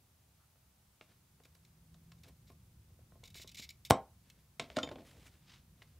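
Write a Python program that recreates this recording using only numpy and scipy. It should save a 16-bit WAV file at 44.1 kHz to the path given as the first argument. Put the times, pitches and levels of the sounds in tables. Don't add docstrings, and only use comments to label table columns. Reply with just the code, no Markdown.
import sys
import numpy as np
from scipy import signal
from scipy.fft import rfft, irfft
from scipy.io import wavfile
from scipy.ndimage import uniform_filter1d

SR = 44100
rng = np.random.default_rng(int(sys.argv[2]) if len(sys.argv) > 2 else 0)


def generate_wav(sig):
    pcm = np.round(np.clip(np.atleast_2d(sig).T, -1, 1) * 32767).astype(np.int16)
    wavfile.write(sys.argv[1], SR, pcm)


N = 264159


def gain_of(db):
    return 10 ** (np.asarray(db) / 20)


def evened(x):
    return x / np.sqrt(np.mean(x ** 2) + 1e-20)


def read(points, hz):
    point_hz, value = np.transpose(points)
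    return np.interp(np.log(hz + 1), np.log(point_hz + 1), value)


def add(mix, start_s, sound):
    part = mix[round(start_s * SR):][:len(sound)]
    part += sound[:len(part)]


def noise(points, size=N):
    hz = np.fft.rfftfreq(size, 1 / SR)
    spectrum = rfft(rng.standard_normal(size)) * gain_of(read(points, hz))
    return evened(irfft(spectrum, size))


def ringing(modes, signs=1):
    hz, db, t60 = np.transpose(list(modes))
    t = np.arange(SR // 5)[:, None] / SR
    partials = signs * gain_of(db - 60 * t / t60) * np.sin(2 * np.pi * hz * t)
    x = partials.sum(1)
    return x / abs(x).max()


def rumble():
    # (time [s], level [dB])
    rumble_levels = [(0.0, -69.5), (0.5, -71.5), (0.93, -71.5), (1.42, -68.5), (1.65, -67), (2.02, -62.5),
                     (2.15, -63), (2.88, -63.5), (3.28, -61), (3.74, -64.5), (3.9, -65.5), (4.44, -67),
                     (4.64, -66), (4.84, -60), (5.44, -64.5), (5.57, -62.5), (5.69, -63), (5.99, -64)]
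    # (frequency [Hz], relative density [dB])
    rumble_spectrum = [(12, -48), (20, -0.5), (32, -14.5), (65, 5.5), (135, 0.5), (157, -0.5), (195, -5.5),
                       (304, -19), (377, -17), (425, -34.5), (500, -20.5), (650, -50.5), (1100, -120)]
    t = np.arange(N) / SR
    return noise(rumble_spectrum) * gain_of(np.interp(t, *np.transpose(rumble_levels)))


def hiss():
    # (frequency [Hz], relative density [dB])
    hiss_spectrum = [(120, -25), (200, -9), (400, -10.5), (700, -9), (1320, -12), (1700, -14),
                     (2200, -14.5), (8000, -15.5), (16000, -16)]
    return gain_of(-74) * noise(hiss_spectrum)


def side_hiss():
    # (frequency [Hz], relative density [dB])
    side_spectrum = [(12, -28.5), (20, -16), (222, -6.5), (718, -5), (1530, -9), (2200, -9.5), (6540, -9.5),
                     (16000, -9)]
    return gain_of(-76) * noise(side_spectrum)


def rubs():
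    # (start [s], length [s], level before the swell [dB], centre [Hz], width [Hz])
    rub_events = [(0.385, 0.08, -79, 1290, 350), (0.918, .04, -85, 1340, 200),
                  (1.082, 0.051, -81, 1500, 500)]
    out = np.zeros(N)
    for start, length, db, hz, width in rub_events:
        band = [(hz - 2 * width, -25), (hz - width / 2, -3), (hz, 0),
                (hz + width / 2, -3), (hz + 2 * width, -25)]
        size = round(length * SR)
        swell = signal.windows.tukey(size, .5)
        add(out, start, gain_of(db) * noise(band, size=size) * swell)
    return out


def press_rows(presses):
    rows = []
    for s, thud_db, knock_hz, tick_db in presses:
        lift_db = 11 * abs(np.log2(knock_hz / 700))
        deep_db = -5 * np.log2(knock_hz / 600)
        rows.append((s, thud_db, knock_hz, lift_db, tick_db, .014, -np.inf, deep_db))
    return rows


def table_thud(modes, knock_hz, lift_db, deep_db, light):
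    hz, db, t60 = np.transpose(modes)
    varied_db = 2.5 * light * rng.standard_normal(len(hz))
    signs = np.where(rng.random(len(hz)) < .35 * light, -1, 1)
    near_db = lift_db * np.exp(-(np.log2(hz / knock_hz) / 0.23) ** 2)
    level_db = db + varied_db + near_db + deep_db * (hz < 250)
    return ringing(zip(hz, level_db, t60 * (.7 if light else 1)), signs)


def noisy_tick(colour, tick_db, t60):
    t = np.arange(2048) / SR
    hz = np.fft.rfftfreq(4096, 1 / SR)
    grit = rng.standard_normal(len(t)) * np.clip(t / (0.046 * t60), 0, 1) * gain_of(-60 * t / t60)
    raw_tick = (t == 0) * min(.01 / t60, 1) ** 2 + .13 * grit
    top_hz = 4540 * 2 ** ((tick_db + 40) / 20)
    ratio = 1j * hz / top_hz
    low_pass = 1 / (1 + np.sqrt(2) * ratio + ratio ** 2) ** 2
    tick = irfft(rfft(raw_tick, 4096) * colour * low_pass)[:len(t)]
    return tick / abs(tick).max()


def blows():
    # (frequency [Hz], relative level [dB], t60 of a hard blow [s])
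    table_modes = [(88, -13, 0.044), (108, -9, .09), (132, -8.5, 0.064), (161, -5.5, 0.054),
                   (225.5, -8, 0.09), (281.4, -5, 0.067), (340, -11.5, 0.068), (380.7, -7, 0.077),
                   (443, -14, .1), (469.7, -9, 0.11), (534, 2.5, 0.053), (620, -7, 0.11), (676, -6, 0.12),
                   (785.4, 2, 0.024), (788, -20.5, 0.089), (888.5, -6.5, 0.073), (949, -26, .15),
                   (980, -16, 0.11), (1063.3, -6, .12), (1130, -14.5, .1), (1283, -11, 0.031),
                   (1435, -9, 0.053), (1590, -9, 0.054), (1760, -26.5, 0.037), (2000, -20, 0.053),
                   (2184, -7, 0.025), (2274, -24.5, .06)]
    # (frequency [Hz], relative level [dB], t60 [s])
    cutter_modes = [(3118, -4, .045), (3594, 0, .028), (4883, -11, .025), (4950, -23, .1), (5475, -22, .03),
                    (6990, -7, .016), (6900, -24, .11), (8900, -24, .012), (11600, -25, .012)]
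    # (frequency [Hz], relative density [dB])
    tick_spectrum = [(600, -40.5), (1200, -2.5), (2200, 1), (2600, 0), (3100, 1.5), (4500, -3.5),
                     (5600, -2), (6500, -5), (7400, -1.5), (9500, -4), (12500, -6), (15500, -17.5)]
    # (time [s], thud before smoothing [dB], knock pitch [Hz], tick [dB])
    presses = [(.557, -67, 700, -70), (1.011, -46.5, 700, -44), (1.401, -58.5, 442, -62),
               (1.453, -55, 1500, -56), (1.552, -63, 1200, -61.5), (1.945, -61, 600, -61.5),
               (2.119, -60, 1203, -53.5), (2.257, -56.5, 393, -75), (2.283, -53.5, 390, -75),
               (2.501, -48.5, 403, -63), (2.905, -63, 400, -80), (2.991, -57, 495, -72),
               (3.121, -56.5, 700, -63), (3.155, -55, 600, -67), (3.234, -49, 503, -64),
               (3.353, -49.5, 350, -52), (3.398, -49.5, 343, -50), (3.445, -48.5, 346, -57),
               (3.595, -47.5, 252, -61), (5.82, -53.5, 995, -46.5)]
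    # (time [s], thud before smoothing [dB], knock pitch [Hz], lift near the pitch [dB], tick [dB],
    #  tick t60 [s], cutter ring [dB], lift of the deep modes [dB])
    snap_and_bounces = [(3.903, -26.5, 700, 11, -29, .022, -62, -17),
                        (3.9078, -2.5, 794, 11, -8.5, 0.012, -46, 3.5),
                        (3.9195, -20, 917, 6, -37, .012, -60, -1),
                        (4.5966, -33.5, 620, 9, -25, 0.015, -38.5, 4),
                        (4.601, -41, 620, 4, -32.5, 0.015, -45, 2.5),
                        (4.7018, -46, 700, 16, -37.5, 0.0026, -69, -4),
                        (4.762, -62, 700, 3, -37, 0.074, -49, -6),
                        (4.7681, -25.5, 620, 17, -26, .013, -59, -3),
                        (4.7717, -29.5, 287, 34, -52, 0.018, -52, -11),
                        (4.7804, -27.5, 400, -2, -45, 0.015, -67, -30),
                        (4.786, -21, 1320, 46, -31, 0.027, -60, -15),
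                        (4.8302, -45, 1320, 3, -34.5, 0.031, -28.5, -6),
                        (4.8338, -29.5, 301, 17, -44, 0.014, -39.5, -7),
                        (4.859, -44, 500, -2, -66, 0.016, -61, 0),
                        (4.874, -34, 700, 10, -43, .02, -65, 10.5),
                        (4.89, -41, 600, -2, -39, 0.014, -51, 1),
                        (4.914, -33, 403, 3, -44.5, 0.023, -61, -6),
                        (4.932, -39, 397, 12, -67, 0.035, -63, -9),
                        (4.958, -42.5, 594, 5, -44, 0.012, -70, 2),
                        (4.984, -45.5, 400, 4, -55, .015, -75, -7),
                        (5.024, -49, 399, 6.5, -70, .044, -82.5, 4)]
    log_gain = np.log(gain_of(read(tick_spectrum, abs(np.fft.fftfreq(4096, 1 / SR)))))
    colour = np.exp(signal.hilbert(log_gain).conj())[:2049]
    cutter, out = ringing(cutter_modes), np.zeros(N)
    cutter_t = np.arange(len(cutter)) / SR
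    rows = press_rows(presses) + snap_and_bounces
    for s, thud_db, knock_hz, lift_db, tick_db, t60, ring_db, deep_db in rows:
        light = thud_db < -15
        thud = table_thud(table_modes, knock_hz, lift_db, deep_db, light)
        tick = noisy_tick(colour, tick_db, t60)
        ring = cutter * np.clip(cutter_t / (.05 * t60), 0, 1)
        soft = signal.windows.hann(19 + int(25 * light * min(t60 / .03, 1)))
        add(out, s, -gain_of(thud_db) * np.convolve(thud, soft / soft.sum()))
        add(out, s, -gain_of(tick_db) * tick)
        add(out, s, gain_of(ring_db) * ring / abs(ring).max())
    return signal.sosfilt(signal.butter(4, 80, "highpass", fs=SR, output="sos"), out)


def room(x):
    # (frequency [Hz], t60 [s])
    room_decay = [(150, .2), (600, 0.27), (1500, 0.22), (4000, 0.16), (8000, 0.13), (11000, 0.057),
                  (15000, 0.073)]
    taps = np.zeros(SR // 2)
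    slots = np.arange(100, SR // 2 - 20, 20)
    at = slots + rng.integers(0, 20, len(slots))
    taps[at] = rng.choice([-1., 1.], len(at))
    hz, t, bands = signal.stft(taps, SR, nperseg=256)
    decay = gain_of(-60 * t / read(room_decay, hz)[:, None])
    tail = signal.istft(bands * decay, SR, nperseg=256)[1]
    return signal.fftconvolve(x, tail / np.linalg.norm(tail))[:N]


def gloves_and_skids():
    # (frequency [Hz], relative density [dB])
    glove_spectrum = [(500, -27.5), (900, -6), (1300, -5), (2000, -3), (3500, -2), (5000, -5), (7000, -12),
                      (15500, -36.5)]
    drag_spectrum = [(120, -12), (250, 6), (400, -2.5), (650, -3.5), (1000, -14.5), (2000, -63)]
    # (peak [s], level [dB], drag felt in the table [dB], rise [s], hold [s], fall [s], bright share [0-1])
    strokes = [(1.021, -68, -75, .005, .003, .065, .14), (1.093, -73, -74.5, .021, .028, .062, .11),
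               (2.243, -62.5, -79, .005, .003, .032, .19), (2.271, -69.5, -67, .045, .022, .046, .25),
               (4.271, -73.5, -81, .11, .034, .013, .16), (4.391, -75.5, -78, .09, .012, .062, .14),
               (5.065, -60.5, -71, .038, .021, .17, .31), (5.151, -73, -65.5, .09, .038, .068, .14),
               (5.206, -64.5, -71, .024, .011, .16, .24), (5.269, -56.5, -71, .028, .005, .023, .31),
               (5.331, -70.5, -77, .058, .021, .09, .14), (5.506, -62, -77, .078, .044, .078, .01),
               (5.823, -63, -75, .008, .003, .021, .1), (5.811, -75.5, -81, .11, .042, .38, .14)]
    # (peak [s], level [dB], drag felt in the table [dB], fall [s])
    skids = [(4.611, -56, -51, 0.092), (4.702, -64, -61, 0.28), (4.769, -46.5, -53, .05),
             (4.796, -53.5, -44, 0.042), (4.845, -51, -46, 0.017), (4.896, -54, -54, 0),
             (4.916, -58, -45, 0.036), (4.958, -69, -54, .06), (4.99, -68, -56.5, 0.13)]
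    skid_rows = [(s, db, drag_db, 0.01, 0, fall, 0.031) for s, db, drag_db, fall in skids]
    dull, drag = noise(glove_spectrum), noise(drag_spectrum)
    bright = evened(np.diff(dull, 2, prepend=[0, 0]))
    slow = evened(uniform_filter1d(rng.standard_normal(N), size=200))
    grain = evened(gain_of(2.0 * slow))
    power = np.zeros((3, N))
    for s, db, drag_db, rise, hold, fall, share in strokes + skid_rows:
        t = np.arange(-2 * rise, hold + 2 * fall, 1 / SR)
        decades = np.where(t < 0, -t / rise, np.maximum(t - hold, 0) / fall)
        shape = gain_of(-20 * decades) ** 2
        share = np.clip(share, 0, 1)
        parts = [(1 - share) * gain_of(db) ** 2, share * gain_of(db) ** 2, gain_of(drag_db) ** 2]
        for layer, part in zip(power, parts):
            add(layer, s + t[0], part * shape)
    return (np.sqrt(power) * [dull, bright, drag]).sum(0) * grain


def hums():
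    # (time [s], pitch [Hz], level [dB])
    hum_curves = [
        [(1.4, 153.3, -79), (1.65, 163.7, -72.5), (1.86, 162.2, -68.5), (2.12, 166.1, -64.5), (2.4, 156.5, -71),
         (2.52, 152, -71)],
        [(2.3, 110, -71), (2.4, 114.9, -72.5), (2.76, 117, -69), (2.87, 108, -73), (3.3, 112.5, -70)],
    ]
    t, out = np.arange(N) / SR, np.zeros(N)
    for rows in hum_curves:
        s, hz, db = np.transpose(rows)
        phase = 2 * np.pi * np.cumsum(np.interp(t, s, hz)) / SR
        hum = np.sqrt(2) * np.sin(phase)
        fade = np.clip(np.minimum(t - s[0], s[-1] - t) / 0.079, 0, 1)
        out += hum * gain_of(np.interp(t, s, db)) * fade
    return out


def glass_chips():
    chance, size, sign = rng.random(N), rng.exponential(1, N), rng.choice([-1., 1.], N)
    clicks = (chance < 9000 / SR) * gain_of(2 * np.minimum(size, 4)) * sign
    clumps = evened(uniform_filter1d(rng.standard_normal(N), size=60))
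    return evened(clicks) * evened(gain_of(2.5 * clumps))


def score():
    # (start [s], level [dB], hold [s], lift of the treble modes [dB])
    slips = [(1.434, -64, .002, 2), (1.447, -64, 0.0057, 2), (1.547, -64.5, 0.0044, 3),
             (1.648, -63.5, 0.0018, -6), (1.941, -67, 0.0032, -8), (2.117, -57.5, 0.0026, 0),
             (2.18, -72, .005, -6), (2.234, -56.5, .001, 2), (2.25, -74, 0.019, 1), (2.278, -67, .008, 8),
             (2.466, -68, 0.019, 0), (2.497, -72, .004, 9), (2.515, -70.5, .004, 7),
             (3.237, -49, 0.00067, -2), (3.244, -56.5, 0.012, 0), (3.274, -53.5, 0.0036, 0),
             (3.299, -60.5, 0.0053, 3), (3.343, -48.5, .002, -1), (3.352, -51, 0.0057, 3),
             (3.361, -52.5, .017, 1.5), (3.39, -55.5, 0.014, -2), (3.413, -49.5, 0.0076, 1),
             (3.427, -52.5, 0.006, -2), (3.473, -49, 0.0047, -1), (3.487, -57, 0.0067, -1),
             (3.513, -55, 0.0044, 1), (3.544, -47.5, 0.0039, 0), (3.554, -54.5, 0.0023, 0),
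             (3.567, -47.5, 0.0089, -2), (3.58, -48, 0.013, -2), (3.599, -59, .012, 0),
             (3.616, -51.5, 0.0207, -1.5), (3.69, -46, 0.0017, 0), (3.7, -52.5, 0.0045, 1),
             (3.849, -47, 0.0034, 2.5), (3.855, -56.5, 0.01, 3), (3.8977, -43, 0.0042, 11),
             (4.299, -55.5, 0.0024, 1.5)]
    # (frequency [Hz], width [Hz], relative density [dB])
    strip_modes = [(2295, 220, 2), (2630, 69, 0), (3080, 150, -2.5), (3930, 50, -8), (3813, 600, 2.5),
                   (4100, 67, -2), (4750, 180, 1.5), (5700, 440, -1.5), (6330, 790, -2), (6840, 270, -5.5),
                   (7160, 790, -7.5), (9200, 800, -10), (11000, 890, -11.5), (12880, 1000, -8.5),
                   (14200, 600, -14.5), (15300, 500, -14)]
    low, top, t = np.zeros(N), np.zeros(N), np.arange(SR // 5) / SR
    for s, db, hold, top_db in slips:
        rise, t60 = 0.00042 + .5 * hold, .016 + 1.1 * hold
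        fall_db = -60 * np.maximum(t - rise - hold, 0) / t60
        shape = np.clip(t / rise, 0, 1) * gain_of(db + fall_db)
        add(low, s, shape)
        add(top, s, shape * gain_of(top_db))
    chips = glass_chips()
    t, out = t[:2048], np.zeros(N)
    total = np.linalg.norm([gain_of(db) * np.sqrt(width) for hz, width, db in strip_modes])
    for hz, width, db in strip_modes:
        mode = t * np.exp(-1.5 * np.pi * width * t) * np.sin(2 * np.pi * hz * t)
        mode *= gain_of(db) * np.sqrt(width) / total / np.linalg.norm(mode)
        level = low if hz < 8500 else top
        out += signal.oaconvolve(chips * level, mode)[:N]
    return out


def scene():
    scratch, knocks = score(), blows()
    tail = room(gain_of(-13.5) * scratch + gain_of(-13) * knocks)
    background = rumble() + hums() + hiss()
    mid = scratch + knocks + tail + gloves_and_skids() + rubs() + background
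    side = side_hiss()
    return np.array([mid + side, mid - side])


def record(dry):
    thin = signal.sosfilt(signal.butter(2, 30, "highpass", fs=SR, output="sos"), dry)
    low_pass = signal.firwin(511, 15750, window=("kaiser", 9), fs=SR)
    return signal.oaconvolve(thin, low_pass[None], "same")


dry = scene()
out = record(dry)
generate_wav(out)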